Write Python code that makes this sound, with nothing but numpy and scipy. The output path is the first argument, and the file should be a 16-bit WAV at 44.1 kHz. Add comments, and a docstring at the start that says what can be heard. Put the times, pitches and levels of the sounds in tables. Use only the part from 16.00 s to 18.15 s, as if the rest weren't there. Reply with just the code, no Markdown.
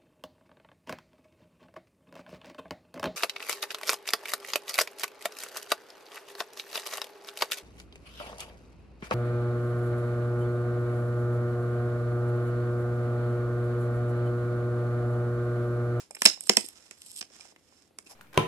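"""In a small room, close to a phone, a finger tears open a perforated door of a cardboard calendar.
The paper tabs snap one by one as bursts of noise, and four knocks ring the hollow box in decaying tones.
The plastic tray pings, and the door creaks on its fold in tiny slips and ringing grains.
Fingertips bump, tick and slide on the card, made of short or filtered noise; the room adds a brief
noise tail to it all, over a faint background."""
import sys
import numpy as np
from scipy import signal
from scipy.fft import rfft, irfft
from scipy.io import wavfile
from scipy.ndimage import uniform_filter1d, minimum_filter1d

SR = 44100
rng = np.random.default_rng(int(sys.argv[2]) if len(sys.argv) > 2 else 0)


def wrap_up_sound(samples):
    """Save the sound to the file named by the first command line argument, as 16-bit audio."""
    columns = np.atleast_2d(samples).T
    # keep every value between -1 and 1, then stretch to whole-number steps
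    tamed = np.clip(columns, -1, 1)
    steps = np.round(tamed * 32767).astype(np.int16)
    wavfile.write(sys.argv[1], SR, steps)


N = 94815  # length of the scene in samples

# tone of fingertips sliding on card, also used for the ring left at the start: f/Hz, level/dB
SLIDE_TONE = [(200, -11.5), (500, 0), (1400, 0.5), (2000, -2.5), (5400, -2), (7200, 1.5), (8500, -6.5),
              (15000, -5.5)]
CLICK_SPREAD, RUSTLE_SPREAD = .5, .75  # opposed part over shared part, left and right
SLIDE_RATE, SLIDE_SCATTER_DB = 3000, 4  # slips per second, unevenness of their levels


def amp(db):
    """Turn decibels into a gain."""
    return 10 ** (np.asarray(db) / 20)


def unit(x):
    """Scale to an rms of 1."""
    return x / np.sqrt(np.mean(x ** 2) + 1e-30)


def decay(t, t60):
    """A fade that falls by 60 dB in t60 seconds."""
    return np.exp(-np.log(1000) * t / t60)


def colour(x, points):
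    """Filter by a curve of (f/Hz, level/dB) points."""
    hz, db = np.array(points, float).T
    n = x.shape[-1]
    f = np.maximum(np.fft.rfftfreq(2 * n, 1 / SR), 1)
    gain = amp(np.interp(np.log(f), np.log(hz), db))
    return irfft(rfft(x, 2 * n) * gain)[..., :n]


def resonate(x, hz, width):
    """One resonance, with gain 1 at its centre."""
    b, a = signal.iirpeak(hz, hz / width, fs=SR)
    return signal.lfilter(b, a, x)


def add(out, x, s):
    """Mix a short sound in at a time in seconds."""
    i = int(s * SR)
    out[..., i:i + x.shape[-1]] += x[..., :N - i]


def at_level(x, db):
    """Give a short sound the energy of 5 ms at this level."""
    energy = np.mean(np.sum(x ** 2, axis=-1))
    return x * amp(db) * np.sqrt(.005 * SR / energy)


def two_ports(mid, side, spread):
    """Send a shared part and an opposed part to left and right."""
    return np.array([mid + spread * side, mid - spread * side])


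def pan(x, db):
    """Make the left louder than the right by this much."""
    return x * amp([[db / 2], [-db / 2]])


def flutter(size, rate, depth_db):
    """A gain that wanders between random levels, with `rate` new levels per second."""
    levels = rng.standard_normal(size)
    return amp(depth_db * np.interp(np.arange(size) / SR * rate, np.arange(size), levels))


def background():
    """Faint room noise and a low rumble: two layers of filtered noise."""
    # tone of the room noise: f/Hz, level/dB
    floor_tone = [(20, -35.5), (65, -5), (300, 4), (1060, -12.5), (4640, -17), (5420, -24), (12100, -20.5),
                  (15700, -55.5), (22000, -120)]
    # tone of the rumble: f/Hz, level/dB
    rumble_tone = [(20, -22.5), (45, -11.5), (85, 5), (130, -15), (270, -5), (600, -20.5), (2000, -51.5)]
    out = np.zeros((2, N))
    for points, db in [(floor_tone, -68), (rumble_tone, -76)]:
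        noise = two_ports(*rng.standard_normal((2, N)), spread=.36)
        out += unit(colour(noise, points)) * amp(db)
    return out


def room(x):
    """Reflections as fading noise: a quick dense tail and a fainter long one."""
    # tone of the tail: f/Hz, level/dB
    room_tone = [(120, -10.5), (250, 3), (600, 4), (1200, 0), (2500, 1.5), (4600, 0.5), (5300, 1.5),
                 (6100, 2.5), (8500, 1.5), (11000, -2.5), (15000, -12)]
    room_db, room_t60_s, swell_s = -17, .2, .0067  # the tail swells in before it fades
    late_db, late_t60_s = -26, .41  # long tail, relative to the quick one
    opening_db = -46.5  # start level of a ring already dying away
    t = np.arange(int(SR * .7)) / SR
    fade = decay(t, room_t60_s) + amp(late_db) * decay(t, late_t60_s)
    # reflections arrive in clumps
    clumps = rng.standard_normal((2, len(t))) * flutter(len(t), rate=400, depth_db=3.5)
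    tail = colour(clumps, room_tone) * fade * np.minimum(t / swell_s, 1) ** 2
    tail = unit(tail) / np.sqrt(len(t)) * amp(room_db)
    dying = unit(colour(rng.standard_normal((2, N)), SLIDE_TONE))
    dying *= amp(opening_db) * decay(np.arange(N) / SR, room_t60_s)
    return signal.fftconvolve(x, tail, axes=1)[:, :N] + dying


def rustle(curve, tone, rate, scatter_db):
    """Dense tiny slips of uneven size that come in jerks, following a level curve."""
    happens = rng.random((2, N)) < rate / SR
    direction = rng.choice([-1, 1], (2, N))
    size = amp(scatter_db * np.minimum(rng.exponential(size=(2, N)), 4))
    jerky = happens * direction * size * flutter(N, rate=90, depth_db=2.8)
    rub = colour(two_ports(*jerky, RUSTLE_SPREAD), tone)
    s, db = np.array(curve).T
    return unit(rub) * amp(np.interp(np.arange(N) / SR, s, db, left=-120, right=-120))


def fold():
    """The door creaks on its fold as the card slips in small jerks."""
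    # level curve, before the rubbing gain: t/s, level/dB
    fold_curve = [(.09, -79), (.2, -57), (.25, -39), (.37, -73), (.44, -49.5), (.62, -47.5), (.67, -54.5),
                  (.72, -66), (.95, -73), (1.03, -56.5), (1.14, -54.5), (1.19, -46.5), (1.27, -87.5)]
    # tone: f/Hz, level/dB
    fold_tone = [(200, -21), (450, -15.5), (1100, -23), (1900, -26.5), (2700, -8.5), (4300, -3), (5400, -7),
                 (6400, -11), (7600, 2.5), (8400, -2.5), (10000, -4), (11500, 3), (15000, -8)]
    return rustle(fold_curve, fold_tone, rate=1500, scatter_db=5)


def bumps():
    """Soft, dull fingertip touches: short noise pushes through two equal resonances of the card."""
    # touches: t/s, f/Hz, level/dB
    touches = [(.108, 606, -42.5), (.375, 700, -48.5), (.432, 507, -54), (.606, 336, -46.5),
               (.641, 327, -46.5), (1.225, 760, -48.5), (1.305, 524, -60), (1.396, 900, -55.5),
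               (1.452, 680, -52.5), (1.523, 550, -58), (1.724, 763, -57.5), (1.908, 601, -60),
               (2.064, 305, -55), (2.103, 733, -57), (2.115, 760, -51.5), (2.131, 770, -54.5)]
    relative_width, decay_s = .6, .0025  # resonance width over pitch, fall of the push
    t, out = np.arange(SR // 16) / SR, np.zeros((2, N))
    for s, hz, db in touches:
        push = two_ports(*rng.standard_normal((2, len(t))), CLICK_SPREAD) * np.exp(-t / decay_s)
        once = resonate(push, hz, hz * relative_width)
        twice = resonate(once, hz, hz * relative_width)
        add(out, at_level(twice, db), s)
    return out


def clicks(rows):
    """Fibres start to part in a quick rise, a sharp crack tops it, and they fade within milliseconds.

    The bass and middle let go more slowly than the presence and treble."""
    # edges of the bass, middle, presence and treble bands: f/Hz
    band_edges = [190, 600, 3000, 7000, 14500]
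    # release of a click in those four bands: time/s
    releases = [0.0029, 0.0032, 0.0017, 0.001]
    attack_s, crack_db = .0009, 5.5  # rise of the fibres; crack over the fibres
    size = 2048
    t, out = np.arange(size) / SR, np.zeros((2, N))
    bands = [signal.butter(3, band_edges[k:k + 2], "band", fs=SR, output="sos") for k in range(4)]
    for s, length, *dbs, pan_db in rows:
        fibres = two_ports(*rng.standard_normal((2, size)), CLICK_SPREAD)
        fibres *= np.minimum(t / attack_s, 1)
        fibres[:, int(attack_s * SR)] += amp(crack_db)
        for sos, db, release in zip(bands, dbs, releases):
            burst = fibres * np.exp(-np.maximum(t - length, 0) / release)
            band = at_level(signal.sosfilt(sos, burst), db)
            add(out, pan(band, pan_db), s)
    return out


def ticks():
    """Small ticks of card and tray, and the last fibres of the long tear, as very short clicks."""
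    # ticks, before the tick gain: t/s, middle/dB, presence/dB, treble/dB, left minus right/dB
    tick_rows = [(0.109, -58.5, -55, -40.5, -7.5), (.1500, -46, -51, -39.5, 4), (0.1549, -67, -64, -41, 2),
                 (0.167, -44.5, -54, -71, -2), (0.2714, -33, -24, -39, 2), (0.2743, -33, -30, -33, 7),
                 (0.2811, -38, -29, -39, 4.5), (0.2871, -45, -29, -40, 5), (0.4075, -53, -48, -29.5, -1.5),
                 (0.4373, -59, -53, -42, -1), (0.4712, -50.5, -61, -38, -5), (0.6622, -79, -58, -43.5, -7),
                 (0.6862, -54.5, -47, -37, 3), (.9100, -45.5, -45, -45, -2), (1.0180, -70, -47.5, -44.5, 7),
                 (1.062, -68, -54, -45, 13), (1.1151, -66, -51, -40.5, 7.5), (1.1617, -83, -45, -38, 2),
                 (1.1757, -72, -45, -37.5, 7.5), (1.2098, -45.5, -36.5, -39, -2.5),
                 (1.213, -42.5, -35, -45, 2.5), (1.2258, -47, -47.5, -67, -7), (1.4081, -61, -50, -68, 1),
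                 (1.3010, -62, -63, -70, 2), (1.5609, -52.5, -62, -61, 2.5), (1.986, -44, -43, -36, -1.5)]
    length_s, bass_db = .0007, -7.5  # bass relative to the middle
    rows = [(s, length_s, middle + bass_db, middle, *rest) for s, middle, *rest in tick_rows]
    return amp(-1.5) * clicks(rows)


def ring(modes):
    """Decaying modes, slightly detuned at every blow and a little different at the two ports."""
    detune = .01  # share by which a mode shifts from blow to blow
    t, out = np.arange(SR // 4) / SR, 0
    chance = rng.standard_normal((len(modes), 3))
    for k, ((hz, db, t60), c) in enumerate(zip(modes, chance)):
        pitch = hz * (1 + detune * c[0])
        phase = np.pi * k + .5 * c[1:, None]
        out = out + amp(db) * decay(t, t60) * np.sin(2 * np.pi * pitch * t + phase)
    return out * (1 - np.exp(-t / .001))  # soft start


def tray():
    """The thin plastic tray pings under the finger: short, bright decaying modes."""
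    # pings: t/s, level/dB
    ping_rows = [(0.11, -53), (0.1483, -47), (1.408, -49.5)]
    # modes of the tray: f/Hz, level/dB, t60/s
    tray_modes = [(2400, -2.5, .025), (5280, -1, .014), (7450, -1.5, .012), (8500, -3, .015)]
    out = np.zeros((2, N))
    for s, db in ping_rows:
        add(out, pan(at_level(ring(tray_modes), db), db=-1.5), s)
    return out


def snaps():
    """Paper tabs break one by one, each a burst of parting fibres."""
    # breaks: t/s, tear length/s, bass/dB, middle/dB, presence/dB, treble/dB, left minus right/dB
    snap_rows = [(.2188, .0012, -36.5, -24.5, -25, -19.5, -1), (.2537, .0013, -27, -18, -15.5, -10, -1),
                 (.2588, .0016, -35, -17, -7, -15, -1.5), (.4942, .0024, -26.5, -17.5, -14, -15, -2),
                 (.5690, 0.0014, -28.5, -21.5, -17, -14, -3)]
    return clicks(snap_rows)


def box():
    """Breaking tabs let the panel spring back and ring the box in four knocks; place sets mode levels."""
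    # knocks as a tab gives way, each at another place along the door's edge: t/s, level/dB
    knock_rows = [(.2205, -43.5), (.2610, -26.5), (.4960, -21), (.5712, -24)]
    # modes of the box: f/Hz, t60/s, then level/dB at the first, second, third and fourth knock
    box_modes = [(209, 0.099, -16, -13, -0.5, -1.5), (250, 0.067, -11, -6, -4.5, -5.5),
                 (325, .055, -11, -1, -4.5, -8), (375, .055, -8.5, -5, 4, -3), (470, .055, -6, -4.5, 4, 0),
                 (650, 0.042, -2.5, 0, 0, 1), (745, 0.037, 2.5, 4.5, 2, -7),
                 (954, 0.044, -3.5, -5.5, 0, 0.5), (1296, .035, 2.5, 2, -8.5, -9.5),
                 (1550, .025, -5, -1, -2, -6), (2580, 0.063, -10, 3, -5.5, -3.5)]
    out = np.zeros((2, N))
    for place, (s, db) in enumerate(knock_rows):
        modes = [(hz, dbs[place], t60) for hz, t60, *dbs in box_modes]
        add(out, at_level(ring(modes), db), s)
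    return out


def slide():
    """Fingertips slide over the card in many tiny slips."""
    # level curve, before the rubbing gain: t/s, level/dB
    slide_curve = [(.6, -76), (.73, -59.5), (1.0, -64.5), (1.28, -75.5), (1.36, -53), (1.42, -56),
                   (1.51, -58.5), (1.54, -78), (1.7, -67.5), (1.84, -66), (1.9, -79.5)]
    return pan(rustle(slide_curve, SLIDE_TONE, SLIDE_RATE, SLIDE_SCATTER_DB), db=-2.5)


def creak():
    """The crease sticks and slips as the door swings wide; each slip is a tiny ringing grain."""
    # path of the squeak, before the doubling at the end: t/s, f/Hz, level/dB
    creak_path = [(1.0, 8000, -67.5), (1.08, 8000, -56), (1.15, 8300, -54), (1.175, 8700, -45),
                  (1.23, 8400, -58)]
    rate, scatter_db, detune, ring_s = 500, 4, .04, .0007  # grains per s, dB, share of pitch, s
    s, hz, db = np.array(creak_path).T
    t, out = np.arange(SR // 200) / SR, np.zeros((2, N))
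    count = int((s[-1] - s[0]) * rate)
    for k, c in enumerate(rng.standard_normal((count, 5))):
        when = s[0] + (k + c[0]) / rate
        pitch = np.interp(when, s, hz) * (1 + detune * c[1])
        level = np.interp(when, s, db) + scatter_db * c[2]
        grain = np.exp(-t / ring_s) * np.sin(2 * np.pi * pitch * t + c[3:, None])
        add(out, grain * amp(level), when)
    return pan(out, db=.5) * 2


def brush():
    """The hand brushes the next door in many tiny slips."""
    # level curve, before the rubbing gain: t/s, level/dB
    brush_curve = [(2.045, -65), (2.084, -61.5), (2.097, -50.5), (2.11, -50), (2.137, -56.5), (2.15, -74)]
    # tone: f/Hz, level/dB
    brush_tone = [(200, -16), (780, 6), (1500, -5), (3300, -8), (7250, -0.5), (8700, -12.5), (11000, 5),
                  (15000, -6.5)]
    return rustle(brush_curve, brush_tone, SLIDE_RATE, SLIDE_SCATTER_DB)


def scuff():
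    """A short scuff of tiny slips as the hand meets the next door."""
    # level curve, before the rubbing gain: t/s, level/dB
    scuff_curve = [(2.060, -67), (2.064, -54.5), (2.071, -50.5), (2.078, -62), (2.09, -67)]
    # tone: f/Hz, level/dB
    scuff_tone = [(300, -8.5), (2200, -8.5), (2570, 9), (2950, -8), (7300, -3.5), (15000, -10)]
    return rustle(scuff_curve, scuff_tone, SLIDE_RATE, SLIDE_SCATTER_DB)


def from_right(x):
    """The door is nearer the right port, so the left hears it later."""
    lag_s, n = .00015, np.arange(N)
    return np.array([np.interp(n - lag_s * SR, n, x[0]), x[1]])


def ports(x):
    """Each microphone port has its own peaks and notches; both fall at the top of the treble."""
    # response of the left port: f/Hz, level/dB
    left_response = [(200, 3), (1000, -0.5), (4500, -0.5), (5280, 4.5), (6500, -6.5), (7500, -8.5),
                     (8900, -18), (9800, 4.5), (11600, 3), (12600, -10.5), (15000, -24)]
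    # response of the right port: f/Hz, level/dB
    right_response = [(200, -1.5), (1000, -3), (2600, 3.5), (4600, 1.5), (5000, 6.5), (5300, 14.5),
                      (5650, 6), (6100, 2.5), (7600, 3.5), (8500, 10), (9200, 2), (10400, -18), (11500, -9),
                      (12600, -21.5), (15000, -24.5)]
    # extra fall shared by both ports: f/Hz, level/dB
    treble_fall = [(12100, 0), (12600, -10)]
    both = np.array([colour(x[0], left_response), colour(x[1], right_response)])
    return colour(both, treble_fall)


def scene():
    """Snaps, knocks, ticks and rubbing card in a quiet room."""
    hits = snaps() + ticks() + box() + tray() + bumps()
    rubbing = amp(1.5) * (fold() + slide() + scuff() + brush())
    card = hits + rubbing + creak()
    return ports(from_right(card) + room(card)) + background()


def record(dry):
    """A very fast limiter turns down the loudest peaks, clipping squares them off, and the top is cut."""
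    react_s, ceiling, cut_hz = .0002, 1.15, 15800  # the ceiling lies above full scale, 1
    size = int(react_s * SR) + 1
    needed = 1 / np.maximum(np.abs(dry) / ceiling, 1)
    gain = uniform_filter1d(minimum_filter1d(needed, size), size)
    limited = np.clip(dry * gain, -1, 1)
    low_pass = signal.ellip(8, .2, 70, cut_hz, fs=SR, output="sos")
    return np.clip(signal.sosfilt(low_pass, limited), -1, 1)


dry = scene()
out = record(dry)
wrap_up_sound(out)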